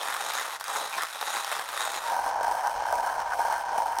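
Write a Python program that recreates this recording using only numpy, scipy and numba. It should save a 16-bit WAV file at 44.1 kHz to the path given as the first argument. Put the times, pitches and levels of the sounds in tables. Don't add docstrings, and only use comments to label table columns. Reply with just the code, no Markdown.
import sys
import numpy as np
from scipy import signal
from scipy.fft import rfft, irfft
from scipy.io import wavfile
from scipy.ndimage import uniform_filter1d
from numba import njit

SR = 44100
rng = np.random.default_rng(int(sys.argv[2]) if len(sys.argv) > 2 else 0)


def store_pcm(level_fs):
    pcm = np.round(np.clip(level_fs, -1, 1) * 32767).astype(np.int16)
    wavfile.write(sys.argv[1], SR, np.atleast_2d(pcm).T)


N = 176400

# time in seconds, then relative levels in dB
SLIM_BITE = [(0.01, -31.5, -38.5, -35), (0.101, -33, -29.5, -33.5), (0.259, -31.5, -36, -35),
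             (0.409, -34.5, -28.5, -32), (0.474, -35.5, -36.5, -36.5), (0.564, -36.5, -37.5, -36.5),
             (0.584, -47, -49, -51.5), (0.663, -45, -36.5, -38.5), (0.683, -32, -33, -36),
             (0.788, -28.5, -35, -33), (0.808, -27.5, -37.5, -35), (0.908, -38.5, -37.5, -38),
             (0.978, -28, -36.5, -32), (1.013, -39, -26.5, -34.5), (1.038, -34, -27.5, -35),
             (1.063, -44, -38.5, -38), (1.137, -43, -40, -38), (1.167, -31.5, -38, -36.5),
             (1.197, -44, -41.5, -38), (1.217, -26.5, -34, -34), (1.262, -39.0, -37.5, -35.5),
             (1.282, -26.5, -30.5, -32.5), (1.327, -37, -35, -35), (1.357, -28, -30, -31),
             (1.432, -36.5, -37, -37.0), (1.537, -32.5, -30.5, -31), (1.606, -31, -33, -35),
             (1.646, -39.5, -40.5, -40), (1.821, -30.5, -30, -31.5), (1.906, -32.5, -37.5, -37),
             (1.941, -29.5, -36, -32.5), (2.015, -34, -37, -39), (2.08, -40, -32.5, -34.5)]
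WOOD_BITE = [(2.13, -24.5, -35.5, -41.5), (2.235, -29.5, -37, -42.5), (2.285, -26, -33.5, -39),
             (2.306, -28.5, -37.5, -43), (2.39, -26.5, -37.5, -46), (2.434, -25.5, -33.5, -41),
             (2.604, -28, -38.5, -43), (2.674, -24, -30.5, -43), (2.719, -30, -41, -43.5),
             (2.815, -27, -38.5, -42.5), (2.854, -28, -34.5, -42.5), (3.038, -25, -38, -43),
             (3.058, -27.5, -31, -41), (3.178, -29.5, -38.5, -46), (3.203, -23, -32, -37.5),
             (3.233, -30.5, -38.5, -46), (3.302, -30, -38, -45.5), (3.325, -30, -25.5, -41.5),
             (3.367, -27.5, -48, -44), (3.402, -24.5, -33.5, -40.5), (3.502, -28.5, -35.5, -41.5),
             (3.527, -26.5, -30.5, -40), (3.642, -31.5, -40.5, -46), (3.732, -26.5, -33.5, -43),
             (3.756, -27, -40, -45.5), (3.781, -23.5, -35, -40), (3.826, -24.5, -41, -44.0),
             (3.986, -30.5, -35.5, -45)]
# frequency in Hz, relative level in dB.
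SLIM_HOUSING_SPECTRUM = [(71, -86), (120, -26.5), (157, -29), (303, -20.5), (514, -8), (718, -1.5),
                         (816, 2), (1330, 0.5), (1620, -2.5), (1860, -2), (2140, -4.5), (2600, -12.5),
                         (3380, -68), (5720, -120)]
SLIM_CRACKLE_SPECTRUM = [(1180, -22), (2000, -0.5), (2570, -0.5), (2850, -5.5), (3550, -1.5), (4350, -7),
                         (5000, -7.5), (5530, -5.5), (6190, -10), (6920, -13), (7610, -10.5), (9400, -8.5),
                         (10100, -11.5), (11700, -12), (12900, -16.5), (13900, -17), (15700, -22.5)]
WOOD_HOUSING_SPECTRUM = [(88, -71), (150, -35), (286, -28.5), (394, -25.5), (477, -17.5), (699, -3.5),
                         (779, 0), (857, -0.5), (943, 2.5), (977, -1.5), (1100, -14), (1360, -18),
                         (1570, -11.5), (1710, -18), (1930, -25.5), (2170, -27.5), (2600, -60), (3380, -72),
                         (5720, -120)]
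WOOD_CRACKLE_SPECTRUM = [(1180, -12.5), (2000, 4.5), (2180, 5.5), (2820, -3.5), (3130, -1), (3500, -5),
                         (4270, -5), (4820, -4), (5210, -1.5), (5980, -1), (6630, -4), (7040, -10),
                         (8440, -7), (9440, -7), (10900, -17), (12100, -17), (13200, -18.5), (14500, -15.5),
                         (15700, -22)]
# start in seconds, peak of the knock in dB, peak of the snap in dB.
SLIM_BEANS = [(.031, -27, -19.5), (.084, -21, -25), (.103, -20, -27), (.141, -27, -20.5),
              (.336, -33, -18.5), (.369, -24, -27), (.384, -24, -32), (.598, -32, -27), (.610, -21, -22),
              (.641, -26, -20.5), (.681, -25, -21.5), (.753, -22, -26), (.759, -17, -27), (.799, -29, -26),
              (.982, -21, -32), (1.021, -23, -20), (1.034, -15.5, -18), (1.212, -22.5, -23.5),
              (1.349, -21.5, -24), (1.369, -16, -23.5), (1.446, -25.5, -20), (1.516, -18, -20),
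              (1.689, -25.5, -21), (1.816, -20.5, -27), (1.875, -17, -25), (1.919, -30, -24)]
WOOD_BEANS = [(2.120, -19, -26), (2.164, -21, -32), (2.189, -19.5, -38), (2.262, -19.5, -33),
              (2.357, -20, -38), (2.410, -19, -34), (2.432, -22, -28), (2.480, -17, -37),
              (2.512, -17.5, -32), (2.672, -24, -24), (2.926, -13, -26), (2.955, -23, -28.5),
              (3.063, -22, -32), (3.393, -18.5, -31), (3.450, -16.5, -39), (3.499, -20, -34),
              (3.525, -19, -24), (3.780, -16.5, -28.5), (3.986, -18.5, -20.5)]
# frequency in Hz, filter bandwidth in Hz, relative level in dB.
SLIM_BURR_MODES = [(3840, 460, -13.5), (6760, 1100, -15), (8540, 900, -19.5), (10800, 940, -24.5)]
WOOD_BURR_MODES = [(3036, 94, -3), (4300, 130, -2), (5340, 120, -8)]
CUP_MODES = [(963, 33, -8)]
# start in seconds, length in seconds, frequency in Hz, filter bandwidth in Hz, level in dB.
SLIM_SKIDS = [(0.001, 0.019, 3400, 1000, -38), (0.292, 0.05, 2780, 2600, -40),
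              (0.596, 0.024, 4940, 11000, -40), (0.91, 0.066, 2390, 420, -40)]
# frequency in Hz, relative level in dB.
RUMBLE_SPECTRUM = [(15, -13), (38, 3.5), (60, -1.5), (95, 0), (135, -9.5), (260, -27.5)]
# time in seconds, level in dB.
RUMBLE_ENVELOPE = [(0, -74), (1.7, -72.5), (2.1, -65), (2.35, -59.5), (2.46, -54), (2.55, -60), (2.7, -67),
                   (2.78, -51), (2.87, -64), (2.96, -53), (3.05, -62), (3.2, -58), (4, -60.5)]

SLIM_TURN_S, WOOD_TURN_S = 0.528, 0.439


def slim_grinder():
    body, crackle = impulse_response(SLIM_HOUSING_SPECTRUM), impulse_response(SLIM_CRACKLE_SPECTRUM)
    drive, spray = fractures(per_s=1150, spread_db=5.3, spray_s=0.0016, grit=0.52, push=0.26)
    crunch = grinding(drive, spray, SLIM_BITE, body, crackle, low_db=-5.5, upper_db=-4, crackle_db=-5)
    beans = cracks(SLIM_BEANS, body, crackle, push=7.2,
                   swell_s=0.00037, crumble_s=0.0028, snap_s=0.0013, contact_hz=1990)
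    return (crunch + burr_rings(spray)) * stalls(SLIM_BEANS) + skids(spray) + beans


def wooden_grinder(dim_at_s=2.365, dim_half_s=0.06, open_db=6, dip_db=-8.5):
    body = resonant_response(WOOD_HOUSING_SPECTRUM, CUP_MODES)
    crackle = resonant_response(WOOD_CRACKLE_SPECTRUM, WOOD_BURR_MODES)
    drive, spray = fractures(per_s=600, spread_db=2.6, spray_s=0.0018, grit=0.7, push=0.48)
    crunch = grinding(drive, spray, WOOD_BITE, body, crackle, low_db=-3.5, upper_db=-2, crackle_db=-3.5)
    beans = cracks(WOOD_BEANS, body, crackle, push=4,
                   swell_s=0.0013, crumble_s=0.0027, snap_s=0.0014, contact_hz=1140)
    crunch = crunch * stalls(WOOD_BEANS) + beans
    from_dim_s = (np.arange(N) / SR - dim_at_s + WOOD_TURN_S / 2) % WOOD_TURN_S - WOOD_TURN_S / 2
    treble_db = open_db + dip_db * np.exp(-(from_dim_s / dim_half_s) ** 4)
    dull = below(crunch, hz=8700, order=8)
    return dull + (crunch - dull) * undb(treble_db)


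def fractures(per_s, spread_db, spray_s, grit, push):
    happens = rng.random(N) < per_s / SR
    sizes = unit(happens * undb(spread_db * np.clip(rng.standard_normal(N), -3, 2)))
    decay = np.exp(-2 * np.arange(N // 50) / (spray_s * SR))
    energy = np.abs(ring(sizes ** 2, decay / decay.sum()))
    spray = np.sqrt(energy + grit ** 2) * rng.standard_normal(N)
    drive = spray + push * sizes * rng.choice([-1, 1], N)
    return drive, spray


def grinding(drive, spray, bite, body, crackle, low_db, upper_db, crackle_db, crossover_hz=2030):
    low_gain, upper_gain, crackle_gain = gain_curves(bite)
    housing = below(ring(drive, body), crossover_hz)
    low = below(housing, hz=1099)
    grounds = ring(spray + splinters(), crackle)
    return (undb(low_db) * low_gain * steady(low)
            + undb(upper_db) * upper_gain * steady(housing - low)
            + undb(crackle_db) * crackle_gain * steady(grounds - below(grounds, crossover_hz)))


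def cracks(beans, body, crackle, push, swell_s, crumble_s, snap_s, contact_hz):
    t = np.arange(N // 100) / SR
    out = np.zeros(N + len(t))
    knock_response = signal.sosfilt(signal.butter(2, contact_hz, fs=SR, output="sos"), body)
    snap_response = np.convolve(crackle, [1, -0.5])
    crumble = (1 - np.exp(-t / swell_s)) * np.exp(-t / crumble_s)
    for start_s, knock_db, snap_db in beans:
        spray = rng.standard_normal(len(t))
        knock = ring(spray * crumble + push * (t == 0), knock_response)
        snap = ring(spray * np.exp(-t / snap_s), snap_response)
        at = min(int(start_s * SR), N - 1)
        out[at:at + len(t)] += undb(knock_db) * knock / np.abs(knock).max()
        out[at:at + len(t)] += undb(snap_db) * snap / np.abs(snap).max()
    return out[:N]


def stalls(beans, length_s=0.007, depth_db=-2.8):
    dips = []
    for crack_s, *_ in beans:
        dips += [(crack_s - length_s, 0), (crack_s - length_s / 2, depth_db), (crack_s, 0)]
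    return gain_curves(sorted(dips))[0]


def burr_rings(spray, push_at_s=0.27, swell_db=3.8, drift_share=0.015, flicker_db=2.5):
    push_db = swell_db * np.cos(2 * np.pi * (np.arange(N) / SR - push_at_s) / SLIM_TURN_S)
    out = 0
    for hz, width_hz, db in SLIM_BURR_MODES:
        centre_hz = hz * (1 + drift_share * wander())
        tone = noise_band(spray, centre_hz, width_hz)
        out += tone * undb(db + push_db + flicker_db * wander())
    crackle_gain = gain_curves(SLIM_BITE)[2]
    return out * crackle_gain


def skids(spray):
    t = np.arange(N) / SR
    out = 0
    for start_s, length_s, hz, width_hz, db in SLIM_SKIDS:
        rasp = steady(noise_band(spray, np.full(N, float(hz)), width_hz))
        swell = np.sin(np.pi * np.clip((t - start_s) / length_s, 0, 1))
        out += undb(db) * rasp * swell
    return out


def splinters(per_s=170, spread_db=5.8, decay_s=0.0005, relative_db=-3):
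    happens = rng.random(N) < per_s / SR
    sizes = happens * undb(spread_db * np.clip(rng.standard_normal(N), -2, 2))
    decay = np.exp(-np.arange(N // 200) / (decay_s * SR))
    ticks = unit(ring(sizes, decay) * rng.standard_normal(N))
    return undb(relative_db) * (ticks - below(ticks, hz=8500, order=6))


def handling():
    rumble = unit(ring(rng.standard_normal(N), impulse_response(RUMBLE_SPECTRUM)))
    return gain_curves(RUMBLE_ENVELOPE)[0] * rumble


def room(x, places=4, t60_s=0.1, delay_s=0.0025, wet_db=-12.5):
    t = np.arange(N // 25) / SR
    decay = np.exp(-np.log(1000) * t / t60_s) * (t > delay_s)
    turns = np.arange(N) / SR / WOOD_TURN_S
    wet = 0
    for place in range(places):
        tail = rng.standard_normal(len(t)) * decay
        away = np.abs((turns - place / places) % 1 - .5) * places
        weight = np.sqrt(np.clip(1 - away, 0, 1))
        wet += ring(x * weight, tail / np.linalg.norm(tail))
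    return x + undb(wet_db) * wet


def impulse_response(spectrum, size=4096):
    hz, db = np.array(spectrum, float).T
    bins_hz = np.fft.rfftfreq(size, 1 / SR)
    gain = undb(np.interp(np.log(bins_hz + 1), np.log(hz), db))
    cepstrum = irfft(np.log(gain))
    cepstrum[1:size // 2] *= 2
    cepstrum[size // 2 + 1:] = 0
    response = irfft(np.exp(rfft(cepstrum)))[:size // 2]
    return response / np.abs(response).max()


def resonant_response(spectrum, modes):
    broad = impulse_response(spectrum)
    return broad + sum(undb(db) * signal.lfilter(*signal.iirpeak(hz, hz / width_hz, fs=SR), broad)
                       for hz, width_hz, db in modes)


def noise_band(spray, centre_hz, width_hz):
    excitation = spray * rng.choice([-1, 1], N)
    once = resonate(excitation, centre_hz, float(width_hz))
    return unit(resonate(once, centre_hz, float(width_hz)))


@njit
def resonate(x, centre_hz, width_hz):
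    y, band, low = np.empty(len(x)), 0., 0.
    for i in range(len(x)):
        step, damping = np.tan(np.pi * centre_hz[i] / SR), width_hz / centre_hz[i]
        velocity = (band + step * (x[i] - low)) / (1 + step * (step + damping))
        band, low = 2 * velocity - band, low + 2 * step * velocity
        y[i] = damping * velocity
    return y


def ring(x, response):
    return signal.oaconvolve(x, response)[:len(x)]


def below(x, hz, order=12):
    return irfft(rfft(x) / (1 + (np.fft.rfftfreq(N, 1 / SR) / hz) ** order), N)


def steady(x, window_s=0.048):
    size = int(window_s * SR)
    power = uniform_filter1d(uniform_filter1d(x ** 2, size), size)
    return x / np.sqrt(power + 1e-18)


def wander(changes_per_s=26):
    size = int(SR / changes_per_s)
    held = np.repeat(rng.standard_normal(N // 500), size)[:N]
    return unit(uniform_filter1d(uniform_filter1d(held, size), size))


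def gain_curves(rows):
    times, *columns = np.array(rows, float).T
    return [undb(np.interp(np.arange(N) / SR, times, db)) for db in columns]


def undb(db):
    return 10 ** (np.asarray(db) / 20)


def unit(x):
    return x / np.sqrt(np.mean(x ** 2))


def scene(change_s=2.099, fade_s=0.13):
    wood_share = np.clip((np.arange(N) / SR - change_s) / fade_s + .5, 0, 1)
    grinders = np.sqrt(1 - wood_share) * slim_grinder() + np.sqrt(wood_share) * wooden_grinder()
    mono = room(grinders) + handling()
    return np.array([mono, mono])


def record(dry, top_hz=15800):
    return signal.sosfilt(signal.ellip(10, .2, 90, top_hz, fs=SR, output="sos"), dry)


dry = scene()
out = record(dry)
store_pcm(out)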